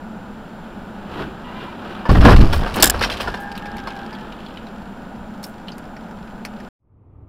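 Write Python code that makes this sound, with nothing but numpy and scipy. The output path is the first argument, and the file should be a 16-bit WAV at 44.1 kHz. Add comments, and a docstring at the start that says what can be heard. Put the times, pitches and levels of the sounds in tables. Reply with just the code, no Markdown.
"""A highway shoulder at night, heard from the dashboard camera of an idling car. Tyres roar past and
brakes chirp, then a car crashes alongside: its body booms, panels buckle, glass bursts, and hard knocks
on the camera housing overload the microphone. Tyres stick and slip in a skid, a loose piece scrapes
along the road and debris clinks down. The scene then cuts to the soft rumble of another car on the move."""
import sys
import numpy as np
from scipy import signal
from scipy.fft import rfft, irfft, next_fast_len
from scipy.io import wavfile
from scipy.ndimage import map_coordinates

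SR = 44100
rng = np.random.default_rng(int(sys.argv[2]) if len(sys.argv) > 2 else 0)


def generate_wav(signal):
    """Clip the signal to [-1, 1] and save it as 16-bit WAV at the path in sys.argv[1]."""
    frames = np.transpose(np.atleast_2d(signal))
    scaled = np.clip(frames, -1, 1) * 32767
    pcm = np.round(scaled).astype(np.int16)
    wavfile.write(sys.argv[1], SR, pcm)


N = 321165
TIME = np.arange(N) / SR


def amp(db):
    """Decibels to gain."""
    return 10 ** (np.asarray(db) / 20)


def unit(x):
    """x at rms 1."""
    return x / np.sqrt(np.mean(x ** 2) + 1e-20)


def noise():
    """White noise of rms 1."""
    return rng.standard_normal(N)


def wobble(rate):
    """A smooth random curve, rate knots a second."""
    return map_coordinates(rng.standard_normal(int(N * rate / SR) + 4), [TIME * rate])


def crackle(rate, spread_db):
    """Noise in clumps of uneven size, rate clumps a second."""
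    return unit(noise() * amp(spread_db * np.clip(wobble(rate), -2, 2)))


def snaps(rate, spread_db, t60):
    """Noise of rms 1 made of sharp, dying snaps of uneven size, rate a second."""
    size = amp(spread_db * np.clip(noise(), -2, 2))
    onsets = rng.random(N) < rate / SR
    power = signal.lfilter([1], [1, -amp(-60 / (t60 * SR)) ** 2], onsets * size ** 2)
    return unit(np.sqrt(power) * noise())


def eq(x, curve, bells=()):
    """Causal EQ of unit power: a curve of (f/Hz, level/dB) plus bells of (f/Hz, width/Hz, gain/dB)."""
    size = 2 * next_fast_len(N // 2 + 8192)
    hz = np.fft.rfftfreq(size, 1 / SR)
    curve_hz, curve_db = np.transpose(curve)
    db = np.interp(np.log(hz + 1), np.log(curve_hz), curve_db)
    for centre, width, gain in bells:
        db = db + gain / (1 + (2 * (hz - centre) / width) ** 2)
    cepstrum = irfft(np.log(np.maximum(unit(amp(db)), 1e-6)))
    cepstrum[1:size // 2] *= 2  # minimum phase: nothing rings ahead of a hit
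    cepstrum[size // 2 + 1:] = 0
    return irfft(rfft(x, size) * np.exp(rfft(cepstrum)), size)[:N]


def strikes(rows, attack_s):
    """Percussive envelope of hits: (t/s, level/dB, t60/s)."""
    power, t = np.zeros(N + SR), np.arange(SR // 2) / SR
    for start, db, t60 in rows:
        hit = amp(db - 60 * t / t60) * (1 - np.exp(-t / attack_s))
        power[round(start * SR):][:len(t)] += hit ** 2
    return np.sqrt(power[:N])


def swells(rows, attack_s, fall_db_per_s):
    """Attack-hold-release envelope of swells: (t/s, level/dB, hold/s)."""
    power = np.zeros(N)
    for start, db, hold in rows:
        t = np.maximum(TIME - start, 0)
        swell = amp(db - fall_db_per_s * np.maximum(t - hold, 0)) * (1 - np.exp(-t / attack_s))
        power += swell ** 2
    return np.sqrt(power)


# Cabin bed of idle and distant traffic: f/Hz, level/dB
CABIN_EQ = [(25, -3.5), (130, -11.5), (205, -4), (300, -10.5), (450, -12.5), (900, -8.5), (1500, -15.5),
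            (2000, -28.5), (3000, -30.5), (5000, -40), (6500, -46), (15500, -50.5)]
# Tone of the tyre roar: f/Hz, level/dB
ROAR_EQ = [(25, -13), (80, -7), (220, -5), (600, -7), (1600, -7.5), (2000, -14), (3100, -16), (5000, -30),
           (6500, -42), (15000, -46.5)]
# Pass-bys: nearest at t/s, relative level/dB, time to travel their distance from the cabin/s
PASS_BYS = [(1.13, -30, .04), (1.212, -24.5, 0.053), (1.61, -32, 0.14), (1.92, -29.5, .13),
            (3.9, -36, 0.91)]
# Thin whine of the camera electronics: f/Hz, level/dB
WHINE_TONES = [(7214, -69), (14422, -79.5)]


def traffic():
    """The idle drones in the cabin's air mode under a faint whine; tyre roar swells as each car nears."""
    cabin = eq(noise(), CABIN_EQ, [(212.2, 82, 9), (1108, 210, -8), (1463, 47, 4.5)])
    rasp = crackle(rate=170, spread_db=1.5)
    roar = eq(rasp, ROAR_EQ, [(356, 96, 8), (1277, 51, 6.5), (2100, 510, -5)])
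    far_lanes = (1.3, -39, 1.1)  # a pack of cars as one slow pass-by
    power = 0
    for nearest, db, width in PASS_BYS + [far_lanes]:
        distance = np.hypot(1, (TIME - nearest) / width)
        power += (amp(db) / distance ** 2.5) ** 2
    whine = sum(amp(db) * np.sqrt(2) * np.sin(2 * np.pi * hz * TIME + 0.25 * wobble(40))
                for hz, db in WHINE_TONES)
    return amp(-34.5) * cabin + amp(-3.5) * np.sqrt(power) * roar + whine


# Low, soft push of air: f/Hz, level/dB
WHOOSH_EQ = [(30, 2), (400, 2), (1200, -47)]


def whoosh():
    """The closest car shoves air against the cabin."""
    gust = np.exp(-((TIME - 1.215) / 0.1) ** 2)
    return amp(-31.5) * gust * eq(noise(), WHOOSH_EQ)


# Brake chirps, then the skid after the crash: t/s, level/dB, hold/s, f/Hz
TYRE_SQUEALS = [(1.44, -48.5, 0.062, 969), (1.56, -46, .09, 1000), (1.959, -50.5, 0.098, 745),
                (3.22, -43.5, 0.11, 816.5), (3.37, -42, 0.18, 807.6), (3.617, -44.5, 0.159, 821.5),
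                (3.827, -46, 0.2, 792.5), (4.112, -51.5, 0.11, 858)]
# Friction on asphalt, shared with scrape(): f/Hz, level/dB
FRICTION_EQ = [(1800, -23.5), (2700, -3.5), (3300, -2), (4200, -15), (6500, -34.5)]
IMPACT_S = 2.09


def skid():
    """Two tyres stick and slip, one near the note, one wandering above; before the impact they rasp."""
    starts, _, holds, hz = np.transpose(TYRE_SQUEALS)
    slip = swells([row[:3] for row in TYRE_SQUEALS], attack_s=0.0053, fall_db_per_s=105)
    edges = np.sort(np.concatenate([starts, starts + holds]))
    note = np.interp(TIME, edges, np.repeat(hz, 2))  # held through each squeal
    squeal = 0
    for ratio, wander, harmonics_db in [(1, 0.006, [0, -3.3, -22.5]), (1.07, 0.022, [-5.5, -6])]:
        pitch = ratio * note * (1 + wander * wobble(12) + 0.013 * wobble(300))
        phase = 2 * np.pi * np.cumsum(pitch) / SR
        for k, db in enumerate(harmonics_db, 1):
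            squeal += amp(db + 3.2 * wobble(70)) * np.sin(k * phase)
    muffled = eq(slip * unit(squeal), [(1750, 1), (2100, -11.5)])  # through closed windows
    rasp = eq(noise(), FRICTION_EQ, [(2380, 47, 21), (2834, 110, 11)])
    return muffled + (TIME < IMPACT_S) * slip * rasp


# Tails of the hits, from heavy panels to lighter pieces: t/s, t60/s
HIT_TAILS = [(2.4, 0.1), (3.0, 0.073)]
HIT_ATTACK_S = 0.0029


def hit_t60(start):
    """How long a hit at this moment rings."""
    return np.interp(start, *np.transpose(HIT_TAILS))


def clangs(hits, count, low_hz, high_hz):
    """Every hit (t/s, level/dB) finds another piece, which rings with its own handful of modes."""
    out, t = np.zeros(N + SR), np.arange(SR // 3) / SR
    for start, db in hits:
        place, phase, size = rng.random((3, count, 1))
        hz = low_hz * (high_hz / low_hz) ** place
        modes = size * np.sin(2 * np.pi * (hz * t + phase))
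        envelope = amp(db - 60 * t / hit_t60(start)) * (1 - np.exp(-t / HIT_ATTACK_S))
        out[round(start * SR):][:len(t)] += envelope * unit(modes.sum(axis=0))
    return out[:N]


# Crash hits, shared with glass(): t/s, shard level/dB, panel level/dB
CRASH_HITS = [(2.053, -37, -19.5), (2.092, -25, -14), (2.148, -32.5, -18.5), (2.208, -33, -26),
              (2.225, -29.5, -21), (2.252, -30, -9), (2.307, -31, -18), (2.362, -28, -34),
              (2.404, -26, -20), (2.526, -22.5, -18.5), (2.628, -51, -24.5), (2.6606, -37.5, -20.5),
              (2.828, -11, -15), (2.9404, -36, -23.5), (3.009, -26, -18), (3.022, -17, -36),
              (3.040, -15.5, -18.5), (3.098, -23.5, -28), (3.116, -20, -34), (3.1998, -20.5, -21),
              (3.273, -32.5, -14.5), (3.34, -32.5, -20), (3.871, -29.5, -21)]
# Bodywork folding up: t/s, panel level/dB, shard level/dB, hold/s
CRUNCHES = [(2.085, -28.5, -41.5, 0.18), (2.242, -13.5, -25, 0.068), (2.415, -26.5, -43, 0.026),
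            (2.755, -22, -33, 0.12)]
# Body of the sheet metal: f/Hz, level/dB
PANEL_EQ = [(100, -30.5), (300, -4), (600, 0), (1600, -7), (2100, -18), (3000, -17), (6000, -55.5)]
# Bite of glass and plastic, shared with debris(): f/Hz, level/dB
SHARD_EQ = [(1000, -21), (1800, -0.5), (3000, 2.5), (4000, -3), (5200, -3.5), (6500, -16), (12000, -21),
            (15500, -29)]


def wreck():
    """Panels buckle in dense snaps, glass and plastic splinter, and the wreck slides on down the road."""
    attack_s, fall_db_per_s = 0.0037, 232
    slide = swells([(IMPACT_S, 0, 1.11)], attack_s, fall_db_per_s=54)
    crush = swells([(s, db, hold) for s, db, _, hold in CRUNCHES], attack_s, fall_db_per_s)
    crush = np.hypot(crush, amp(-32) * slide)
    shatter = swells([(s, db, hold) for s, _, db, hold in CRUNCHES], attack_s, fall_db_per_s)
    shatter = np.hypot(shatter, amp(-39) * slide)
    panel = crush + strikes([(s, db, hit_t60(s)) for s, _, db in CRASH_HITS], HIT_ATTACK_S)
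    shard = shatter + strikes([(s, db, hit_t60(s)) for s, db, _ in CRASH_HITS], HIT_ATTACK_S)
    buckling = panel * snaps(rate=460, spread_db=2, t60=0.023)
    metal = eq(buckling, PANEL_EQ, [(1140, 170, 3.5), (1620, 510, 2)])
    splinters = eq(shard * snaps(rate=1100, spread_db=3, t60=0.01), SHARD_EQ)
    air = eq(noise(), [(120, -18), (255, -0.5), (310, -9.5), (440, -9.5), (700, -28.5), (2000, -66)])
    drum = amp(13.5) * crush ** 1.7 * air  # only the hardest crushing drums the cabin air
    ring = clangs([(s, db) for s, _, db in CRASH_HITS], count=10, low_hz=748, high_hz=1908)
    return metal + ring + splinters + drum


# Sprays of fine glass: t/s, level/dB, t60/s
GLASS_SPRAYS = [(2.528, -33.5, 0.23), (2.756, -20, 0.047), (3.208, -35.5, 0.13), (3.40, -42, 0.14),
                (5.44, -38, 0.17)]
# Their top-end sparkle: f/Hz, level/dB
GLITTER_EQ = [(3000, -21.5), (8000, -0.5), (14000, -1.5)]


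def glass():
    """Larger shards ring briefly at each hit; sprays of fine splinters glitter above them."""
    shards = clangs([(s, db) for s, db, _ in CRASH_HITS], count=7, low_hz=2425, high_hz=5640)
    spray = strikes(GLASS_SPRAYS, HIT_ATTACK_S) * snaps(rate=700, spread_db=1.5, t60=0.006)
    return amp(-3) * shards + eq(spray, GLITTER_EQ)


# Low-end weight of the car body: f/Hz, level/dB
BOOM_EQ = [(12, -9.5), (38, 4.5), (75, 0.5), (270, -14), (600, -28.5), (1200, -64)]
# Heaves of the body: t/s, level/dB, hold/s
BODY_HEAVES = [(2.09, -6, 0.28), (2.545, -17, 0.044), (2.815, -22, 0.02), (2.935, -23.5, 0.015),
               (3.21, -32.5, 0.11), (3.7, -40.5, 0.071), (5.17, -41.5, .06)]
# Cabin pressure punches that choke the microphone: t/s, level/dB, half length/s
PRESSURE_JOLTS = [(2.094, 4, 0.00079), (2.203, 8.5, 0.0028), (2.355, 14, 0.0022), (2.400, 17.5, 0.0027)]


def boom():
    """The impact heaves the car body, which goes on shaking; each jolt pushes air that leaks back."""
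    shake = signal.hilbert(eq(noise(), BOOM_EQ))
    # a heavy body swings in lurches of similar strength
    sway = unit(amp(2.8 * wobble(35)) * shake.real / (np.abs(shake) + 1))
    heave = swells(BODY_HEAVES, attack_s=0.011, fall_db_per_s=78)
    jolts = sum(amp(db) * np.exp(-((TIME - s) / width) ** 2) for s, db, width in PRESSURE_JOLTS)
    leak = signal.butter(1, 2, "highpass", fs=SR)
    return heave * sway - signal.lfilter(*leak, jolts)


# Small pieces landing: t/s, relative ring level/dB, tick level/dB, f/Hz
LANDINGS = [(2.742, -19, -31, 2940), (2.801, -15, -26, 4500), (2.993, -24, -41, 4330),
            (3.036, -6.5, -36, 1600), (3.171, -22, -44, 2800), (3.5523, -32, -56, 1830),
            (3.5768, -26, -39.5, 2852), (3.6588, -26.5, -49, 1760), (3.7677, -31.5, -44.5, 1736),
            (3.908, -28.5, -61, 2550), (4.129, -27, -52, 1687), (4.15, -33, -56, 3400),
            (4.323, -30.5, -59, 2920), (4.463, -32.5, -57, 3320), (4.485, -37, -59.5, 3070),
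            (4.573, -27.5, -57, 2870), (4.668, -37.5, -62, 4080), (5.429, -36, -36, 4290),
            (5.439, -24.5, -32, 5400), (5.6833, -24.5, -49, 3120), (5.7016, -37, -60, 3040),
            (5.719, -29.5, -64, 4840), (5.781, -34, -42, 1870), (5.966, -32.5, -61, 1880),
            (6.111, -38, -61.5, 1853), (6.4507, -20, -34, 1820), (6.6023, -33.5, -55, 1800)]
# Modes of one piece: multiple of its pitch, relative level/dB
PIECE_MODES = [(1, 12), (1.28, 6.5), (2.5, 2.5), (2.849, 4.5)]


def debris():
    """Each piece lands with a tick and rings a few modes; a shower of crumbs thins to a trickle."""
    rings, t = np.zeros(N + SR), np.arange(SR // 4) / SR
    hz = np.fft.rfftfreq(len(t), 1 / SR)
    for start, db, _, pitch in LANDINGS:
        modes = sum(amp(gain + 2 * rng.standard_normal()) / (1 + 1j * (hz - ratio * pitch) / 170)
                    for ratio, gain in PIECE_MODES)
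        dulled = modes / (1 + (hz / 5800) ** 10)  # closed windows dull the highest modes
        ring = unit(irfft(rfft(rng.standard_normal(len(t))) * dulled, len(t)))
        rings[round(start * SR):][:len(t)] += amp(db - 6.5 - 60 * t / 0.061) * ring
    contacts = strikes([(s, db, 0.045) for s, _, db, _ in LANDINGS], attack_s=0.00046)
    grit = contacts * crackle(rate=790, spread_db=3)
    ticks = eq(grit, [(1500, -6.5), (4500, -1), (12000, 1), (15500, -8)])
    shower_s, fall_db_per_s, trickle_db = 3.5, 16, -60.5
    shower = amp(-47.5 - fall_db_per_s * (TIME - shower_s))
    crumb_level = (TIME > shower_s) * np.hypot(shower, amp(trickle_db))
    crumbs = eq(snaps(rate=42, spread_db=3, t60=0.021), SHARD_EQ)
    return rings[:N] + ticks + crumb_level * crumbs


# Knocks on the camera housing: t/s, level/dB, t60/s
HOUSING_KNOCKS = [(2.8247, 9, 0.011), (2.8285, 7, 0.017), (2.8406, 2.5, 0.012), (2.8435, 1.5, 0.015),
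                  (2.856, -7.5, 0.023), (2.8667, -14.5, 0.036), (2.8735, -11.5, 0.032), (2.8982, -2, 0.015),
                  (2.905, -3.5, 0.0082)]
# Brittle tone of the housing: f/Hz, level/dB
HOUSING_EQ = [(400, -13.5), (1500, -11.5), (2300, -18.5), (3100, -2), (5000, -3), (6200, -5.5),
              (7400, -1.5), (14000, -5), (16000, -12.5)]


def rattle():
    """A quick run of hard, bright knocks rings the housing right at the microphone."""
    knocks = strikes(HOUSING_KNOCKS, attack_s=0.00034) * noise()
    return eq(knocks, HOUSING_EQ, [(1680, 280, 19), (5150, 260, 8.3), (7410, 450, 6.5)])


def scrape():
    """A light, loose piece slides over the asphalt with a gritty, narrow hiss, then stops."""
    sliding = swells([(3.54, -53.5, 1)], attack_s=0.12, fall_db_per_s=88)
    return sliding * eq(snaps(rate=220, spread_db=6, t60=0.037), FRICTION_EQ)


# Dark rumble of the other car: f/Hz, level/dB
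RIDE_EQ = [(25, -10), (100, 0), (170, -12), (350, -15), (600, -25), (1200, -29), (1600, -44), (2200, -45),
           (5000, -73)]


def ride():
    """The muffled engine and road rumble of another car fades in."""
    start_s, fade_s = 6.79, 0.43
    fade = np.clip((TIME - start_s) / fade_s, 0, 1) ** 1.03
    return amp(-43.5) * fade * eq(noise(), RIDE_EQ, [(101.5, 36, 3.69)])


def scene():
    """The highway up to a hard cut, then the other car."""
    cut_s = 6.688
    highway = traffic() + boom() + wreck() + rattle() + debris() + skid() + glass() + scrape() + whoosh()
    return (highway * (TIME < cut_s) + ride())[None]


def record(dry):
    """The camera saturates just under full scale, then rolls off steeply above its band limit."""
    ceiling, top_hz = 0.98, 15750
    saturated = dry / (1 + np.abs(dry / ceiling) ** 14) ** (1 / 14)
    size = next_fast_len(N + SR // 2)
    lowpass = 1 / (1 + (np.fft.rfftfreq(size, 1 / SR) / top_hz) ** 120)
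    return irfft(rfft(saturated, size) * lowpass, size)[..., :N]


dry = scene()
out = record(dry)
generate_wav(out)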